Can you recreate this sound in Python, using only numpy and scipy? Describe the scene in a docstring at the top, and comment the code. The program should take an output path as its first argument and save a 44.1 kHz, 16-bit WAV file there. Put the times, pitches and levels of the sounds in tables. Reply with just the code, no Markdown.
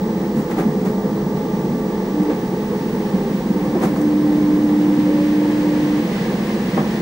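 """A low boom and the hiss of wet tyres, heard from a stereo microphone in the cab of a slow trolleybus.
The slushy road shakes the body; bumps knock the panels and rattle loose fittings. Outside, overtaking
vehicles throw up spray. A little to the right, gears whine faintly, an auxiliary motor runs and coasts
down, and the drive hums at 300 Hz while it draws current. A thin electrical whistle sits hard right."""
import sys
import numpy as np
from scipy import signal
from scipy.fft import rfft, irfft, next_fast_len
from scipy.io import wavfile
from scipy.ndimage import uniform_filter1d

SR = 44100
rng = np.random.default_rng(int(sys.argv[2]) if len(sys.argv) > 2 else 0)


def materialize(psi):
    """Save the field psi as 16-bit PCM at rate SR to the path in sys.argv[1].

    A 1-D psi becomes a single channel; in a 2-D psi each row is a channel.
    """
    bounded = np.clip(np.atleast_2d(psi).T, -1, 1)
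    quanta = np.round(bounded * 32767).astype(np.int16)
    wavfile.write(sys.argv[1], SR, quanta)


N = 309141
T = np.arange(N) / SR
FFT_SIZE = next_fast_len(N, True)
FREQ = np.fft.rfftfreq(FFT_SIZE, 1 / SR) + 1e-3

# noise spectra as heard in the cab: f/Hz, relative level/dB
CHASSIS_SPECTRUM = [(22, 1.5), (45, 5.5), (57, -4), (74, 7), (90, -4), (115, 5)]
BOOM_SPECTRUM = [(120, -22.5), (131, -14.5), (147, -5.5), (165, -9.5), (184, 0.5), (200, 1.5), (218, -0.5),
                 (245, -8), (275, -8.5)]
DRONE_SPECTRUM = [(255, -8), (285, -11), (328, 4), (372, -3.5), (420, -3), (455, -3), (505, -0.5),
                  (560, -11.5), (640, -14), (710, -20.5)]
TYRE_SPECTRUM = [(620, -10.5), (700, -2.5), (790, 3.5), (840, 3), (910, 3), (1000, -4), (1150, -3),
                 (1300, -10.5), (1500, -15.5), (1680, -11), (2000, -13.5), (2400, -33)]
SLUSH_SPECTRUM = [(1900, -10), (2700, -11), (3300, -2.5), (4800, -1), (5400, -1.5), (5800, 1), (6500, -4),
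                  (8000, -6.5), (10000, -11.5), (13000, -18), (16000, -11)]
SPRAY_SPECTRUM = [(550, -3), (750, -1), (1050, 2), (1300, -7), (1750, 1.5), (2050, -1.5), (2500, -7),
                  (4000, -10), (5000, -12), (6500, -16.5), (8000, -21), (11000, -25.5), (16000, -32)]
CLATTER_SPECTRUM = [(600, -14), (1000, 9), (2000, 6), (2800, -4.5), (4500, -7.5), (8000, -30), (16000, -38)]  # large fittings
JINGLE_SPECTRUM = [(2600, -12), (3500, -17), (6000, 5), (10000, -1), (15000, -2.5), (16500, -6)]  # small fittings
THIN_HISS_SPECTRUM = [(8500, -5), (10500, -1), (11300, -2), (11800, -6)]
# stereo image at the microphone
MIC_WIDTH = [(30, -20), (200, -29), (330, -22), (500, -14), (850, -15.5), (1220, -1), (1700, -5.5),
             (2050, -4.5), (2550, 4), (3400, -1), (5700, -5), (8000, -5.5), (14000, -1.5)]  # f/Hz, side minus mid/dB
MIC_BALANCE = [(60, 0), (150, -1), (380, -1), (700, 0), (1290, 2), (2380, 0), (4400, -3), (8100, 1.9),
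               (15000, -2)]  # f/Hz, left minus right/dB
# the body's boom over time
BOOM_BASE = [(0, -20.5), (.5, -23), (.8, -20.3), (2.3, -23), (3.3, -22.5), (3.9, -21), (4.85, -19.5),
             (5.55, -22), (6.05, -21), (7.01, -21)]  # slow course: t/s, level/dB
BOOM_SWELLS = [(.385, -18), (.68, -15), (.86, -20), (1.53, -22), (1.72, -19.5), (2.2, -19), (2.96, -21.5),
               (3.155, -17), (3.325, -18), (3.505, -17), (3.86, -19.5), (4.985, -20), (6.79, -18)]  # added swells: t/s, level/dB
BOOM_LULLS = [(.48, 0.57), (1.48, .4), (2.27, .6)]  # brief dips: t/s, share of amplitude lost
# spray of overtaking vehicles: loudest at t/s, level/dB, time to half power/s
OVERTAKES = [(.6, -57, 0.42), (3.0, -44, 0.67), (5.4, -40, 0.72), (6.14, -39, .1), (6.75, -36.5, 0.85)]
# auxiliary motor partials: multiple of its note, level before resonance and fade/dB
MOTOR_PARTIALS = [(1, -34.5), (2, -46.5)]
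# gear whines: start t/s, end t/s, first f/Hz, last f/Hz, level/dB
GEAR_WHINES = [(.3, 3.3, 886, 892, -45.5), (0.097, 2.8, 645, 636, -47), (0.27, 2.7, 1200, 1140, -48),
               (3.1, 4.9, 1100, 1008, -47), (5.05, 5.35, 572, 550, -33.5), (5.38, 5.9, 560, 564, -35.5),
               (1.5, 7.01, 1500, 1600, -58)]
# bumps: peak t/s, rise/s, decay/s, wall thud/dB, dashboard knock/dB, clatter/dB, jingle/dB
ROAD_BUMPS = [(.40, 0.045, 0.033, -28, -44, -45, -49), (.514, 0.013, 0.033, -32, -38, -36, -47),
              (.594, 0.022, 0.045, -18.5, -25.5, -34.5, -45.5), (.86, .009, 0.042, -34, -35, -39, -47),
              (1.374, 0.0049, 0.025, -42, -46, -42, -53), (2.233, 0.0087, .015, -37, -43, -52, -49),
              (2.304, 0.0074, 0.026, -17.5, -40, -35, -56), (3.765, 0.016, 0.024, -18.5, -28, -47, -62),
              (3.844, 0.027, 0.033, -17, -24.5, -31.5, -40), (3.966, 0.011, 0.034, -32, -32, -43, -48),
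              (4.015, 0.0029, 0.015, -42, -44, -55, -45), (6.779, 0.0089, 0.045, -16, -21, -35, -55)]
# modes of the big wall panels and the stiffer dashboard: f/Hz, width/Hz, relative level/dB
WALL_MODES = [(223, 104, -3), (326, 46, 10), (381, 46, 6), (497, 29, 6.5)]
DASHBOARD_MODES = [(588, 83, -4), (770, 24, 2.5), (950, 210, -9), (1105, 130, -6.5), (1220, 130, -11.5)]
# spells of traction current: on t/s, off t/s, hum level/dB
CURRENT_SPELLS = [(2.12, 2.312, -20.5), (3.493, 3.95, -25), (3.973, 5.35, -16.5), (5.349, 5.996, -17.5)]


def undb(db):
    """Decibels to gain."""
    return 10 ** (np.asarray(db) / 20)


def unit(x):
    """Scale to rms 1."""
    return x / np.sqrt(np.mean(x ** 2))


def shape(points):
    """Gain at every frequency from (f/Hz, level/dB) points, flat beyond the ends."""
    hz, db = np.transpose(points)
    return undb(np.interp(np.log(FREQ), np.log(hz), db))


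def band(points, skirt_db_per_octave=40):
    """Like shape, but falling away beyond the ends."""
    octaves_out = np.abs(np.log2(FREQ / np.clip(FREQ, points[0][0], points[-1][0])))
    return shape(points) * undb(-skirt_db_per_octave * octaves_out)


def wander(rate_hz):
    """A smooth random curve of rms 1."""
    knots = rng.standard_normal(1024)
    return unit(uniform_filter1d(np.interp(T * rate_hz, np.arange(len(knots)), knots), size=400))


def swell(at_s, half_s):
    """A bell curve of height 1 around a moment."""
    return np.exp(-np.minimum(((T - at_s) / half_s) ** 2, 20))


def grains(per_s):
    """Two streams of tiny collisions of uneven size."""
    return unit((rng.random((2, N)) < per_s / SR) * rng.standard_normal((2, N)))


def steady(pair, window_s):
    """Even out the slow swells of a narrow-band vibration."""
    power = uniform_filter1d(np.mean(pair ** 2, axis=0), int(window_s * SR))
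    return pair / np.sqrt(power)


def sing(hz, wobble, waver_db):
    """A tone near rms 1, unsteady in pitch and level."""
    pitch = hz * (1 + wobble * wander(26))
    return np.sqrt(2) * undb(waver_db * wander(14)) * np.sin(2 * np.pi * np.cumsum(pitch) / SR)


def at_mic(spectrum, excitation):
    """Colour two streams into left and right, mid rms 1; long waves reach both microphone ports alike."""
    mid, side = rfft(excitation, FFT_SIZE) * spectrum
    side = side * shape(MIC_WIDTH)
    lean = np.sqrt(shape(MIC_BALANCE))
    pair = irfft(np.array([(mid + side) * lean, (mid - side) / lean]), FFT_SIZE)[:, :N]
    return pair / np.std(pair.mean(axis=0))


def body_boom():
    """The body booms around the microphone; the boom swells and dips briefly at irregular moments."""
    base_power = undb(np.interp(T, *np.transpose(BOOM_BASE))) ** 2
    swell_power = sum(undb(db) ** 2 * swell(at_s, half_s=.024) for at_s, db in BOOM_SWELLS)
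    dips = sum(share * swell(at_s, half_s=.034) for at_s, share in BOOM_LULLS)
    boom = steady(at_mic(band(BOOM_SPECTRUM), rng.standard_normal((2, N))), window_s=.086)
    return boom * np.sqrt(base_power + swell_power) * (1 - dips)


def road(flutter_db=.63):
    """Below the cab, the tyres shake the chassis, roar on the asphalt and hiss in the slush."""
    noise = rng.standard_normal((4, 2, N))
    surface = undb(flutter_db * wander(22))  # ridges of packed snow
    chassis = steady(at_mic(band(CHASSIS_SPECTRUM), noise[0]), window_s=.2) * undb(-41.5)
    drone = steady(at_mic(band(DRONE_SPECTRUM), noise[1]), window_s=.29) * undb(-26)
    tyres = at_mic(band(TYRE_SPECTRUM), noise[2]) * undb(-36)
    slush = at_mic(band(SLUSH_SPECTRUM), noise[3]) * undb(-49)
    return chassis + surface * (drone + tyres) + slush


def traffic_spray(far_traffic_db=-48.5, flutter_db=.68):
    """Vehicles overtake outside, throwing up an uneven spray that falls off with distance."""
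    near_power = sum(undb(db) ** 2 / (1 + ((T - at_s) / half_s) ** 2) for at_s, db, half_s in OVERTAKES)
    gain = np.sqrt(undb(far_traffic_db) ** 2 + near_power)
    spray = rng.standard_normal((2, N)) + .43 * grains(per_s=3600)
    return at_mic(band(SPRAY_SPECTRUM), spray) * gain * undb(flutter_db * wander(12))


def auxiliary_motor(running_hz=425, off_s=2.97, fall_hz_per_s=92, fade_db_per_s=15, fade_after_s=.35):
    """A motor holds its note; switched off, it sinks through a resonance of its mounting and fades."""
    mount_hz, mount_width_hz, mount_db = 411, 12, 5.5
    coasting_s = np.maximum(T - off_s, 0)
    hz = np.maximum(running_hz - fall_hz_per_s * coasting_s, 0)
    resonance_db = mount_db / (1 + ((hz - mount_hz) / mount_width_hz) ** 2)
    gain = undb(resonance_db - fade_db_per_s * np.maximum(coasting_s - fade_after_s, 0))
    return gain * sum(undb(db) * sing(k * hz, wobble=.005, waver_db=2.4) for k, db in MOTOR_PARTIALS)


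def electrical_whistle(line_hz=15704.3, field_hz=59.94, blip_s=.001, level_db=-42.5):
    """Line-scan electronics whistle, with a slightly lower blip once a field."""
    field_phase = 2 * np.pi * field_hz * T
    line_phase = 2 * np.pi * line_hz * T
    flicker = 1 + .2 * np.cos(field_phase) + .08 * wander(70)
    tone = flicker * np.sin(line_phase - .2 * np.sin(field_phase))
    blip_gate = np.exp(-(np.sin(field_phase / 2) / (np.pi * field_hz * blip_s)) ** 2)
    blips = .6 * blip_gate * np.sin(line_phase - 6 * field_phase)
    return np.sqrt(2) * undb(level_db) * (tone + blips)


def gear_whines():
    """Gears sing faint lines that glide a little as they swell and fade."""
    whines = 0
    for start_s, end_s, first_hz, last_hz, db in GEAR_WHINES:
        progress = np.clip((T - start_s) / (end_s - start_s), 0, 1)
        arch = np.sqrt(4 * progress * (1 - progress))
        hz = first_hz + (last_hz - first_hz) * progress
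        whines += undb(db) * arch * sing(hz, wobble=.00599, waver_db=2.5)
    return whines


def panel_response(modes, contact_hz=2200):
    """Spectrum of a panel's damped modes under a soft contact."""
    ring = sum((-1) ** k * undb(db) / (1 + 1j * hz / width * (FREQ / hz - hz / FREQ))
               for k, (hz, width, db) in enumerate(modes))
    return ring / (1 + (FREQ / contact_hz) ** 2)


def rattles():
    """Each bump sets off a flurry of collisions in the panels and loose fittings near the microphone."""
    envelopes = np.zeros((4, N))
    for peak_s, rise_s, decay_s, *levels_db in ROAD_BUMPS:
        falloff = np.where(T < peak_s, ((T - peak_s) / rise_s) ** 2, (T - peak_s) / decay_s)
        envelopes += np.outer(undb(levels_db), np.exp(-np.minimum(falloff, 20)))
    thud, knock, clatter, jingle = envelopes
    walls = steady(at_mic(panel_response(WALL_MODES), grains(per_s=1000)), window_s=.021)
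    dashboard = steady(at_mic(panel_response(DASHBOARD_MODES), grains(per_s=1400)), window_s=.028)
    large_fittings = at_mic(band(CLATTER_SPECTRUM), grains(per_s=5500))
    small_fittings = at_mic(band(JINGLE_SPECTRUM), grains(per_s=22000))
    return thud * walls + knock * dashboard + clatter * large_fittings + jingle * small_fittings


def traction_hum(ripple_hz=300.2, lag_s=.02, drift_rad=.051, octave_db=-32):
    """Six-pulse ripple of the rectified mains shakes the traction motor while current flows."""
    demand = sum(undb(db) * ((T >= on_s) & (T < off_s)) for on_s, off_s, db in CURRENT_SPELLS)
    pole = np.exp(-1 / (lag_s * SR))
    current = signal.lfilter([1 - pole], [1, -pole], demand + 1e-9)
    port_rad = np.array([[.1], [-.1]])  # reaches the microphone ports slightly out of step
    phase = 2 * np.pi * ripple_hz * T + drift_rad * wander(4.4) + port_rad
    return np.sqrt(2) * current * (np.sin(phase) + undb(octave_db) * np.sin(2 * phase))


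def thin_hiss(start_s=2.3, fade_in_s=.1, level_db=-62):
    """A faint hiss comes in high in the treble as the first spell of current ends."""
    fade_in = np.clip((T - start_s) / fade_in_s, 0, 1)
    return at_mic(band(THIN_HISS_SPECTRUM), rng.standard_normal((2, N))) * undb(level_db) * fade_in


def scene():
    """Road, spray and rattles surround the microphone; the drive is a little right, the whistle fully."""
    surroundings = body_boom() + road() + traffic_spray() + rattles() + thin_hiss()
    drive = (auxiliary_motor() + gear_whines() + traction_hum()) * undb([[-.55], [.55]])
    whistle = electrical_whistle() * np.array([[0], [1]])
    return surroundings + drive + whistle


def record(dry):
    """The microphone chain cuts the top steeply above 15.9 kHz."""
    return signal.sosfilt(signal.ellip(10, .1, 80, 15900, fs=SR, output="sos"), dry)


dry = scene()
out = record(dry)
materialize(out)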